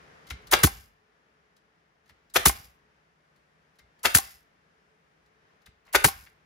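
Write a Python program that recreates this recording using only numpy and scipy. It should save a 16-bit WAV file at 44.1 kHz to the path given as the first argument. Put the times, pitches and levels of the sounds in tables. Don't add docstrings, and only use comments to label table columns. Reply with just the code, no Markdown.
import sys
import numpy as np
from scipy import signal
from scipy.fft import rfft, irfft, next_fast_len
from scipy.io import wavfile
from scipy.ndimage import uniform_filter1d, map_coordinates

SR = 44100
rng = np.random.default_rng(int(sys.argv[2]) if len(sys.argv) > 2 else 0)


def wav_record(signal):
    frames = np.transpose(np.atleast_2d(signal))
    bounded = np.clip(frames, -1, 1)
    quanta = np.round(bounded * 32767).astype(np.int16)
    wavfile.write(sys.argv[1], SR, quanta)


N = 284811
SPAN = SR // 2
LEAD_IN_S = .02

# (valve opens [s], trigger tick [dB], hiss [dB], stroke [dB], snap [dB], clatter [dB], bench rumble [dB])
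SHOTS = [(.511, -61, -35.5, -27, -5, -10, -30.5), (2.338, -66, -37, -31, -6.5, -10.5, -36),
         (4.031, -68, -36, -27.5, -7, -11.5, -40), (5.927, -69, -37, -31, -4.5, -10.5, -37.5)]
# (time [s], blast [dB], whistle [dB], swing [dB], swing starts at [Hz], swing lasts [s],
# buffet [dB], bench rumble [dB], piston rattles after [s], rattle [dB], piston home [dB])
EXHAUSTS = [(.633, -12, -15, -8, 170.7, .027, -15, -44, .014, -27.5, -26.5),
            (2.455, -9.5, -16, -18.5, 100, .045, -18, -46, .019, -25, -21.5),
            (4.146, -9, -21.5, -18, 149, .019, -26.5, -50.5, .0205, -21.5, -26.5),
            (6.042, -11.5, -11.5, -22, 231, .025, -18, -47, .02, -33.5, -26.5)]
# (time [s], tick [dB], knock [dB], thud [dB])
TOUCHES = [(.268, -65, -67.5, -73), (0.287, -67, -71.5, -75), (.301, -50.5, -44, -50.5),
           (.42, -80, -72, -60.5), (1.564, -66, -74.5, -90), (2.058, -71, -70.5, -80),
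           (2.077, -70.5, -77.5, -82), (2.091, -59.5, -51, -56.5), (3.36, -69.5, -85, -75.5),
           (3.755, -74.5, -75, -83), (3.786, -59, -52.5, -56), (5.26, -72, -81, -80),
           (5.618, -72.5, -66, -83), (5.659, -55.5, -53, -54), (5.851, -71, -75.5, -71),
           (5.864, -68, -72.5, -70.5), (6.26, -63, -50, -71.5)]
# (time [s], low band [dB], upper band [dB])
HUM_LEVELS = [(0, -86, -74), (1, -81, -76.5), (2.4, -83, -80), (3.4, -73.5, -78.5), (4.3, -78.5, -80),
              (5, -76.5, -72), (5.7, -82.5, -78), (6.46, -75.5, -74.5)]

# (wait [ms], rise [ms], hold [ms], change over the hold [dB], t60 [ms],
# slower tail against the quick fall [dB], tail t60 [ms])
VALVE_ENV = (-1.5, 4, 130, -13, 50, -40, 50)
SURGE_ENV = (5, 13, 2.5, -0.17, 90, -40, 100)
STROKE_ENV = (0.5, 19.5, 2, 0.2, 7.5, -60, 8.5)
CLATTER_ENV = (-3, 7, 3, -2, 41, -5, 75.5)
SHAKE_ENV = (0, 8, 2, 0.14, 120, -7.5, 600)
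BLAST_ENV = (-4.5, 8.5, 1, -1.3, 35, -40, 35)
JET_ENV = (-1, 6, 34.5, -8, 70, -24.5, 150)
WHISTLE_ENV = (0, 2.5, 6.5, -0.78, 30, -12, 49.5)
DRAIN_ENV = (19.5, 25, 160, -17, 258, -40, 300)
GUST_ENV = (0, 8, 8, -0.2, 49.5, -40, 50)
LINGER_ENV = (20, 39.5, 149.5, -13.5, 500, -30, 700)
KNOCK_ENV = (0, 1, 2, -4, 22, -10, 45)
TICK_ENV = (0, 0.97, 5, -1, 50, -10, 100.5)
TAP_ENV = (0, 1, 7, -1.5, 60, -10.5, 90)
THUD_ENV = (8, 12.5, 2.5, 0.14, 120.5, -8, 600)
SLIDE_ENV = (1, 34.5, 19.5, -2.5, 28.5, -40, 30)

# (frequency [Hz], density per Hz [dB])
AIR = [(300, -42.5), (1000, -18.5), (3000, -7), (5000, -5), (7000, -3), (9000, 5), (12000, -4),
       (15500, -11.5)]
LEAK = [(500, -28.5), (1500, -10.5), (3000, -7.5), (4300, -6), (5100, 0), (6000, -5.5), (8500, -2.5),
        (12000, -3.5), (15500, -13.5)]
PORT = [(300, -25.5), (700, -7.5), (1200, -6), (1700, -4), (2500, -12.5), (4000, -15), (7000, -37.5)]
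EDDIES = [(30, -10), (60, -2), (120, -4.5), (250, -7.5), (400, -10), (700, -33)]
BODY = [(60, -28), (200, -10.5), (400, 0.5), (850, -7), (1500, -7), (2200, -5.5), (3500, -9.5), (5000, -11),
        (8000, -12), (12000, -12.5), (15500, -23)]
CAP = [(300, -17), (700, -3), (1200, -1), (2000, -4), (3000, -11.5), (5000, -23.5), (9000, -44)]
STEEL = [(1000, -23.5), (2500, -7), (4000, 3.5), (6000, -3.5), (9000, -2.5), (12000, -8), (15500, -17)]
WOOD = [(200, -9.5), (500, -11), (1200, -4.5), (2100, 0.5), (3000, -8.5), (5000, -18.5), (9000, -36)]
BENCH = [(25, -20), (40, -1), (58, 3.5), (90, -6.5), (160, -15), (300, -26.5), (600, -59)]
HUSH = [(25, -20), (65, -1.5), (112, -8.5), (160, -1.5), (270, -8), (600, -7.5), (1790, -8.5), (2600, -16),
        (4200, -25), (5200, -24.5), (6500, -29.5), (8640, -39.5), (11800, -32.5), (14500, -52)]
LOW_HUM = [(120, -40.5), (145, -2), (162, 1.5), (195, -40)]
UPPER_HUM = [(380, -39.5), (415, 0), (445, 2), (490, -41)]
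FLAT = [(20, 0)]

# (frequency [Hz], width [Hz], strength [dB])
NAILER_MODES = [(423, 360, -11), (816, 100, 1), (1320, 210, -2.5), (1520, 270, -0.5), (1980, 62, -4.5),
                (2150, 120, -1.5), (2720, 170, -6), (3570, 390, -3), (4800, 410, -7.5), (6400, 120, -12.5)]
CYLINDER_MODES = [(402, 70, -9), (794, 37, -1), (1085, 57, -1), (1500, 110, -5), (2120, 57, -8.5),
                  (2310, 69, -11), (2850, 140, -11.5)]
NOSE_MODES = [(1240, 190, -5.5), (1870, 70, -2.5), (2100, 17, -0.5), (2940, 90, -8), (3530, 90, -7.5),
              (4770, 120, -9), (5370, 110, -9.5)]

# (frequency [Hz], left leads right [rad])
LEFT_LEADS = [(200, 0), (700, .9), (1120, -.5), (2600, 1), (3450, 1.3), (5080, .4), (5700, -1), (6630, -.8),
              (7800, -2.6), (8600, -3.14), (10300, -4.3), (12500, -5.8), (15800, -6.7)]
# (frequency [Hz], left minus right [dB])
LEFT_LOUDER = [(380, 0), (700, 4), (1290, 5), (2380, 5), (4400, 3.5), (8120, 0), (15000, 0)]
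# (frequency [Hz], likeness [-1 to 1])
NEAR_LIKENESS = [(200, .96), (400, .88), (800, .55), (3000, .55), (6000, .8), (8000, .995), (15000, .95)]
# (frequency [Hz], likeness, held within -1 to 1)
DIFFUSE_LIKENESS = [(60, 0.98), (150, 0.84), (380, 0.68), (950, -0.5), (2380, 0.021), (5980, 0.11),
                    (15000, -1.2)]
# (frequency [Hz], t60 [s])
GARAGE_T60 = [(60, 0.13), (200, .25), (1000, 0.43), (3000, 0.45), (8000, 0.2), (15000, 0.12)]
# (frequency [Hz], gain [dB])
CAPSULE = [(20, -31), (45, -4.5), (15700, 1.0), (16100, -25.5)]

TRIGGER_LEAD_S, STROKE_S = 0.041, .0217
SURGE_DB = 8.5
JET_DB, SEEP_DB = -6, -32.5
SWING_SINKS_TO_HZ = 56.3
HOME_S, HOME_RATTLE_DB = .0405, -0.5
KNOCK_LAG_S = .0046
SLIDE_S, SLIDE_DB = 5.84, -60.5
HUSH_DB, HUSH_LEFT_DB = -65.5, 2.5


def amp(db):
    return 10 ** (np.asarray(db) / 20)


def along(points, hz):
    f, v = np.transpose(points)
    return np.interp(np.log(hz + 1), np.log(f + 1), v)


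def filtered(x, response):
    m = next_fast_len(x.shape[-1] + 4096)
    hz = np.fft.rfftfreq(m, 1 / SR)
    return irfft(rfft(x, m) * response(hz), m)[..., :x.shape[-1]]


def event_time():
    return np.arange(SPAN) / SR - LEAD_IN_S


def stereo_ports(hz):
    half = amp(along(LEFT_LOUDER, hz) / 2) * np.exp(.5j * along(LEFT_LEADS, hz))
    return np.array([half, 1 / half])


def peaks(modes, hz, between=.6):
    return between + sum(amp(db) / (1 + (2 * (hz - centre) / width) ** 2) for centre, width, db in modes)


def noise(colour, likeness, size, modes=()):
    def mid_side(hz):
        turn = np.arccos(np.clip(along(likeness, hz), -1, 1)) / 2
        gain = amp(along(colour, hz)) * peaks(modes, hz)
        return gain * [np.cos(turn), np.sin(turn)]

    mid, side = filtered(rng.standard_normal((2, size)), mid_side)
    pair = np.array([mid + side, mid - side])
    return pair / np.sqrt(np.mean(pair ** 2))


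def burst(colour, envelope, modes=()):
    wait_ms, rise_ms, hold_ms, change_db, t60_ms, tail_db, tail_t60_ms = envelope
    ms = event_time() * 1000 - wait_ms
    rise = np.clip(ms / rise_ms, 0, 1) ** 2
    hold = amp(change_db * np.clip((ms - rise_ms) / hold_ms, 0, 1))
    after = np.maximum(ms - rise_ms - hold_ms, 0)
    quick = amp(-60 * after / t60_ms)
    slow = amp(tail_db - 60 * after / tail_t60_ms)
    fall = (quick + slow) / (1 + amp(tail_db))
    flutter = map_coordinates(rng.standard_normal(160), [np.linspace(0, 158, SPAN)])
    near = filtered(noise(colour, NEAR_LIKENESS, SPAN, modes), stereo_ports)
    return rise * hold * fall * amp(2.6 * flutter) * near


def ring(modes):
    t = np.maximum(event_time(), 0)
    wave = 0
    for hz, width, db in modes:
        strength = amp(db + rng.normal(0, 1.2))
        wave = wave + strength * np.exp(-np.pi * width * t) * np.sin(2 * np.pi * hz * t)
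    return filtered(wave, stereo_ports)


def add(out, s, sound, room_db):
    hz, t, z = signal.stft(noise(FLAT, DIFFUSE_LIKENESS, SPAN), SR, nperseg=256)
    decay = amp(-60 * t / along(GARAGE_T60, hz)[:, None])
    tail = signal.istft(z * decay, SR, nperseg=256)[1]
    tail = tail / np.linalg.norm(tail[0])
    wet = signal.fftconvolve(sound[:1], tail, axes=1)[:, :SPAN]
    start = round((s - LEAD_IN_S) * SR)
    out[:, start:start + SPAN] += sound + amp(room_db) * wet


def room_tone():
    wavers_hz = 6
    steps = rng.standard_normal(int(N * wavers_hz / SR) + 4)
    waver_db = .8 * map_coordinates(steps, [np.arange(N) * wavers_hz / SR])

    s, low_db, upper_db = np.transpose(HUM_LEVELS)
    t = np.arange(N) / SR
    low = amp(np.interp(t, s, low_db)) * noise(LOW_HUM, DIFFUSE_LIKENESS, N)
    upper = amp(np.interp(t, s, upper_db)) * noise(UPPER_HUM, DIFFUSE_LIKENESS, N)

    sides = amp([[HUSH_LEFT_DB / 2], [-HUSH_LEFT_DB / 2]])
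    hush = sides * amp(HUSH_DB + waver_db) * noise(HUSH, DIFFUSE_LIKENESS, N)
    return hush + low + upper


def handling():
    out = np.zeros((2, N + SPAN))
    for s, tick_db, knock_db, thud_db in TOUCHES:
        tick = amp(tick_db) * burst(STEEL, TICK_ENV)
        thud = amp(thud_db) * burst(BENCH, THUD_ENV)
        add(out, s, tick + thud, room_db=-10.0)
        clack = amp(-7.5) * ring(NOSE_MODES) + amp(-3.5) * burst(WOOD, TAP_ENV)
        add(out, s + KNOCK_LAG_S, amp(knock_db) * clack, room_db=-13)
    add(out, SLIDE_S, amp(SLIDE_DB) * burst(CAP, SLIDE_ENV), room_db=-4.5)
    return out[:, :N]


def snap(width_s, again_s, again_db):
    def push_pull(u):
        return u * np.exp(.5 - u * u / 2)

    t = event_time()
    first = push_pull(t / width_s)
    again = amp(again_db) * push_pull((t - again_s) / width_s)
    return filtered(first + again, stereo_ports)


def swing(from_hz, to_hz, lasts_s):
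    t = np.maximum(event_time() - .006, 0)
    hz = to_hz + (from_hz - to_hz) * np.exp(-t / 0.012)
    turns = np.cumsum(hz * (t > 0)) / SR
    level = np.exp(-(t / lasts_s) ** 2) * (1 - np.exp(-t / 0.0025))
    wave = np.sin(2 * np.pi * turns) * level
    return np.array([wave, wave])


def fire(out, shot, exhaust_s):
    s, trigger_db, hiss_db, stroke_db, snap_db, clatter_db, rumble_db = shot
    add(out, s - TRIGGER_LEAD_S, amp(trigger_db) * burst(STEEL, TICK_ENV), room_db=-8.5)

    held = event_time() < exhaust_s - s
    hiss = held * burst(AIR, VALVE_ENV) + amp(SURGE_DB) * burst(AIR, SURGE_ENV)
    stroke = amp(stroke_db) * burst(CAP, STROKE_ENV)
    add(out, s, amp(hiss_db) * hiss + stroke, room_db=-13.5)

    blow = amp(snap_db) * snap(width_s=0.00012, again_s=.0033, again_db=-0.5)
    clatter = amp(clatter_db) * burst(BODY, CLATTER_ENV, NAILER_MODES)
    add(out, s + STROKE_S, blow + clatter, room_db=-12.5)
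    add(out, s + STROKE_S, amp(rumble_db) * burst(BENCH, SHAKE_ENV), room_db=-19)


def exhaust(out, s, blast_db, whistle_db, swing_db, from_hz, lasts_s, buffet_db, rumble_db):
    blast = burst(AIR, BLAST_ENV) + amp(JET_DB) * burst(AIR, JET_ENV)
    whistle = amp(whistle_db) * burst(PORT, WHISTLE_ENV)
    add(out, s, amp(blast_db) * blast + whistle, room_db=-27.0)
    add(out, s, amp(blast_db + SEEP_DB) * burst(LEAK, DRAIN_ENV), room_db=-13)

    flap = amp(swing_db) * swing(from_hz, SWING_SINKS_TO_HZ, lasts_s)
    buffet = amp(buffet_db) * burst(EDDIES, GUST_ENV)
    rumble = amp(rumble_db) * burst(BENCH, LINGER_ENV)
    add(out, s, flap + buffet + rumble, room_db=-29)


def piston_return(out, s, rattle_s, rattle_db, home_db):
    add(out, s + rattle_s, amp(rattle_db) * burst(CAP, KNOCK_ENV), room_db=-15)
    home = amp(HOME_RATTLE_DB) * burst(CAP, KNOCK_ENV) + ring(CYLINDER_MODES)
    add(out, s + HOME_S, amp(home_db) * home, room_db=-15)


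def nailer():
    out = np.zeros((2, N + SPAN))
    for shot, vent in zip(SHOTS, EXHAUSTS):
        fire(out, shot, exhaust_s=vent[0])
    for *air, rattle_s, rattle_db, home_db in EXHAUSTS:
        exhaust(out, *air)
        piston_return(out, air[0], rattle_s, rattle_db, home_db)
    return out[:, :N]


def scene():
    return nailer() + handling() + room_tone()


def record(dry):
    power = np.abs(uniform_filter1d(np.mean(dry ** 2, 0), size=88))
    loudest_db = 10 * np.log10(np.maximum.accumulate(power) + 1e-12)
    boost_db = 11 * np.clip((-19.5 - loudest_db) / 7, 0, 1)
    x = filtered(dry, lambda hz: amp(along(CAPSULE, hz))) * amp(boost_db)
    x = x / (1 + np.abs(x / .9) ** 6) ** (1 / 6)
    return filtered(x, lambda hz: hz < 16980)


dry = scene()
out = record(dry)
wav_record(out)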